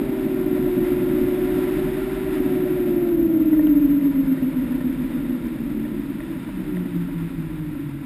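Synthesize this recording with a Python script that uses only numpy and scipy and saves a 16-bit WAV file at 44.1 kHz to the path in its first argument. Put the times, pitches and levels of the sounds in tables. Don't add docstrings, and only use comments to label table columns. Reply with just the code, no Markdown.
import sys
import numpy as np
from scipy import signal
from scipy.fft import rfft, irfft, next_fast_len
from scipy.io import wavfile

SR = 44100
rng = np.random.default_rng(int(sys.argv[2]) if len(sys.argv) > 2 else 0)


def transcribe(u):
    v = np.clip(np.atleast_2d(u).T, -1, 1)
    q = np.round(v * 32767).astype(np.int16)
    wavfile.write(sys.argv[1], SR, q)


N = 355005
TIME = np.arange(N) / SR

# time_s, pitch_hz
MAIN_PITCH = [(0.0, 395.1), (0.22, 378.2), (0.82, 362.8), (1.54, 367.7), (2.18, 383.6), (2.5, 369.8),
              (2.82, 364.0), (3.07, 349.5), (3.39, 322.1), (4.06, 280.0), (4.43, 260.4), (5.33, 249.9),
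              (5.55, 235.6), (6.64, 186.7), (7.54, 158.3), (8.05, 137.6)]
# pitch_hz, level_db
MAIN_RESPONSE = [(138, -43), (160, -37.5), (178, -29), (202, -47), (220, -31.5), (250, -33), (265, -21),
                 (297, -17), (363, -22), (395, -33)]
# time_s, lag_cycles
THROB_PHASE = [(2.7, .7), (3.3, 1.15), (4.05, 1.17), (4.4, .9), (5.2, .95), (6.3, 1.08), (6.55, 1.36),
               (7.3, 1.42), (7.65, 1.12), (8.05, 1.55)]
# time_s, level_db
PARTNER_LEVEL = [(0, -50), (.8, -31), (2.8, -34.5), (3.3, -23), (3.8, -18), (4.3, -41.5), (4.7, -28.5),
                 (6, -46.5), (8.05, -50)]
# waves_per_cycle, level_db
SIDE_TONES = [(20, -45.5), (23, -37), (25, -39.5), (27, -41.5), (29, -47.5), (31, -37.5), (33, -36),
              (36, -39), (39, -33), (40, -38.5), (49, -42), (50, -42), (59, -40.5), (61, -43), (73, -33.5),
              (76, -44.5), (80, -46), (84, -42)]
# frequency_hz, gain_db
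AIRFRAME_RESPONSE = [(130, -2), (170, 2), (195, -6.5), (225, -9.5), (290, 6.5), (335, 1), (365, -3.5),
                     (410, -25), (500, -17), (590, -10.5), (660, -14.5), (750, -17), (1000, -21.5)]
# frequency_hz, relative_density_db
SHAKE_SPECTRUM = [(85, -29.5), (105, -18.5), (130, -9.5), (170, -7), (195, -11), (230, -3.5), (285, 2.5),
                  (335, -4), (365, -15), (410, -21.5), (520, -25.5), (590, -20), (670, -31.5), (900, -35)]
# time_s, relative_level_db
RUSH_LEVEL = [(0, -43.5), (.5, -43.5), (1.7, -40), (2.7, -42.5), (3.25, -46.5), (4.9, -45), (5.8, -47),
              (6.65, -45.8), (8.05, -49)]
# centre_s, half_width_s, lift_db
RUSH_GUSTS = [(.88, 0.041, 1.5), (2.35, 0.048, 2.5)]
# frequency_hz, relative_density_db
RUSH_SPECTRUM = [(350, 2.5), (600, -7.5), (850, -1.5), (1170, -2.5), (1600, -1), (1900, 1), (2600, -4),
                 (3200, -9.5), (3650, -7), (4200, -17.5), (5100, -17), (5900, -26.5)]
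# centre_hz, width_hz, lift_db
CAVITY_RESONANCES = [(973, 92, 6), (1376, 88, 6.5)]
# time_s, relative_level_db
BUFFET_LEVEL = [(0, -43), (.9, -36.5), (1.6, -37.5), (2.6, -38.5), (3.7, -40.5), (4.7, -39), (5.6, -40.5),
                (6.3, -43), (7.5, -38), (8.05, -47)]
# frequency_hz, relative_density_db
BUFFET_SPECTRUM = [(12, -22), (21, -11.5), (29, -0.5), (38, 1.5), (48, -0.5), (58, -3.5), (72, -21),
                   (110, -14)]
# start_s, thump_db, clack_db, clack_hz, clack_ring_s
IMPACTS = [(3.530, -32, -42, 1950, .004), (3.592, -29, -38, 1850, 0.0035),
           (3.670, -34.5, -35.5, 3010, 0.00061), (4.378, -45, -40.5, 1900, .002),
           (4.807, -40, -39.5, 1820, .0018), (4.918, -46, -43, 2200, .0012), (5.250, -41, -42, 1880, .0015),
           (5.470, -52, -50, 5300, .0004), (5.850, -41, -41, 1820, 0.0025), (6.204, -37, -34, 1890, 0.001),
           (6.489, -37, -51, 1100, .002), (6.769, -36, -35, 1900, 0.0013), (7.086, -41, -47, 1600, 0.0018),
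           (7.750, -43, -43, 1400, .0012)]
# pitch_hz, gain_db, ring_s
FUSELAGE_MODES = [(607, -3.5, 0.0042), (958, -7, 0.0016), (1450, -10.5, 0.00099)]

MAIN_ORDER, CRUISE_HZ = 37, 365
THROB_START_HZ, THROB_FULL_HZ = 352, 178
LULL_S, LULL_HALF_WIDTH_S, LULL_DB, LULL_ABOVE_HZ = 2.13, 0.24, -6.5, 183
CAMERA_RATE_HZ, HOLD_STEPS, CUTOFF_HZ = 12000, 4, 15300


def from_db(db):
    return 10 ** (np.asarray(db) / 20)


def unit_rms(x):
    return x / np.sqrt(np.mean(x ** 2) + 1e-20)


def in_time(curve):
    return np.interp(TIME, *np.transpose(curve))


def at_hz(spectrum, hz):
    points_hz, db = np.transpose(spectrum)
    return np.interp(np.log(np.maximum(hz, 1)), np.log(points_hz), db)


def bump(centre_s, half_width_s):
    return np.exp(-((TIME - centre_s) / half_width_s) ** 2)


def drift(rate_hz):
    step, settle = 40, 2000
    pole = np.exp(-2 * np.pi * step * rate_hz / SR)
    noise = rng.standard_normal(N // step + settle + 2)
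    slow = signal.lfilter([1], [1, -2 * pole, pole * pole], noise)[settle:]
    return np.interp(np.arange(N) / step, np.arange(len(slow)), unit_rms(slow))


def tone(cycles, order):
    phase_cycles = .05 * order ** 2
    return np.sqrt(2) * np.sin(2 * np.pi * (order * cycles + phase_cycles))


def main_tone(cycles, pitch_hz, waver_db=0.5, crest_db=1.0):
    throb_cycles = cycles - in_time(THROB_PHASE)
    depth = np.clip((THROB_START_HZ - pitch_hz) / (THROB_START_HZ - THROB_FULL_HZ), 0, 1)
    twin = tone(cycles - throb_cycles / MAIN_ORDER, MAIN_ORDER)
    pointed_db = crest_db * depth * np.cos(2 * np.pi * throb_cycles)
    gain = from_db(at_hz(MAIN_RESPONSE, pitch_hz) + pointed_db + waver_db * drift(5.5))
    partner_gain = from_db(in_time(PARTNER_LEVEL) + waver_db * drift(12.0))
    partner = partner_gain * tone(cycles, MAIN_ORDER - 2)
    return gain * (tone(cycles, MAIN_ORDER) + depth * twin) + partner


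def side_tones(cycles, cycle_hz, speed, lull, waver_db=2.0, wander_waves=0.095):
    low_fade = speed ** 1.72 * lull
    high_fade = speed ** 0.76
    out = 0
    for order, level_db in SIDE_TONES:
        gain = from_db(level_db + at_hz(AIRFRAME_RESPONSE, order * cycle_hz) + waver_db * drift(1.9))
        fade = low_fade if order < MAIN_ORDER else high_fade
        wander = wander_waves * drift(3.1) / order
        out = out + gain * fade * tone(cycles + wander, order)
    return out


def chatter(cycles, cycle_hz, speed, order=60, peak_at_cycle=.86, sharpness=3.2, rebound=.38):
    swing = np.cos(2 * np.pi * (cycles - peak_at_cycle))
    pulse = np.exp(sharpness * (swing - 1)) + rebound * np.exp(sharpness * (-swing - 1))
    gain = from_db(-26.0 + at_hz(AIRFRAME_RESPONSE, order * cycle_hz) + 0.2 * drift(7.4))
    return speed ** 1.8 * pulse * gain * tone(cycles, order)


def drive_tones(pitch_hz, speed, lull):
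    cycle_hz = pitch_hz / MAIN_ORDER
    cycles = np.cumsum(cycle_hz) / SR
    sides = side_tones(cycles, cycle_hz, speed, lull)
    pulsing = chatter(cycles, cycle_hz, speed)
    return main_tone(cycles, pitch_hz) + sides + pulsing


def shaped_noise(spectrum, resonances=(), skirt_db_per_octave=24):
    size = next_fast_len(N)
    hz = np.maximum(np.arange(size // 2 + 1) * SR / size, 1)
    octaves_outside = np.abs(np.log2(hz / np.clip(hz, spectrum[0][0], spectrum[-1][0])))
    db = at_hz(spectrum, hz) - skirt_db_per_octave * octaves_outside
    for centre_hz, width_hz, lift_db in resonances:
        db = db + lift_db / (1 + (2 * (hz - centre_hz) / width_hz) ** 2)
    white = rfft(rng.standard_normal(size))
    return unit_rms(irfft(white * from_db(db), size)[:N])


def airframe_shaking(speed, lull, cruise_db=-24.5, waver_db=1.5):
    shaking = shaped_noise(SHAKE_SPECTRUM)
    low = signal.sosfiltfilt(signal.butter(4, LULL_ABOVE_HZ, fs=SR, output="sos"), shaking)
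    upper = shaking - low
    strength = from_db(cruise_db + waver_db * drift(22)) * speed ** 1.32
    return strength * (low + lull * upper)


def slipstream(rush_trim_db=1.0, buffet_trim_db=-0.75, flutter_db=0.65):
    gust_db = sum(lift_db * bump(centre_s, half_width_s) for centre_s, half_width_s, lift_db in RUSH_GUSTS)
    rush_db = in_time(RUSH_LEVEL) + gust_db + rush_trim_db + flutter_db * drift(23)
    rush = from_db(rush_db) * shaped_noise(RUSH_SPECTRUM, CAVITY_RESONANCES)
    buffet = from_db(in_time(BUFFET_LEVEL) + buffet_trim_db) * shaped_noise(BUFFET_SPECTRUM)
    return rush + buffet


def damped_mode(t, pitch_hz, ring_s):
    envelope = t / ring_s * np.exp(1 - t / ring_s)
    return np.sqrt(2) * envelope * np.sin(2 * np.pi * (pitch_hz * t + rng.random()))


def knocks():
    out = np.zeros(N)
    t = np.arange(SR // 10) / SR
    for start_s, thump_db, clack_db, clack_hz, clack_ring_s in IMPACTS:
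        thump = sum(from_db(db) * damped_mode(t, hz, ring_s) for hz, db, ring_s in FUSELAGE_MODES)
        clack = damped_mode(t, clack_hz, clack_ring_s)
        start = round(start_s * SR)
        out[start:start + len(t)] += from_db(clack_db) * clack + from_db(thump_db) * thump
    return out


def scene():
    pitch_hz = in_time(MAIN_PITCH)
    speed = pitch_hz / CRUISE_HZ
    lull = from_db(LULL_DB * bump(LULL_S, LULL_HALF_WIDTH_S))
    body = drive_tones(pitch_hz, speed, lull) + airframe_shaking(speed, lull) + knocks()
    return (body + slipstream())[None]


def record(dry):
    coarse = signal.resample_poly(dry, CAMERA_RATE_HZ, SR, axis=-1)
    staircase = np.repeat(coarse, HOLD_STEPS, axis=-1)
    held = signal.resample_poly(staircase, SR, CAMERA_RATE_HZ * HOLD_STEPS, axis=-1)[:, :N]
    low_pass = signal.ellip(12, .1, 90, CUTOFF_HZ, fs=SR, output="sos")
    return signal.sosfilt(low_pass, held)


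dry = scene()
out = record(dry)
transcribe(out)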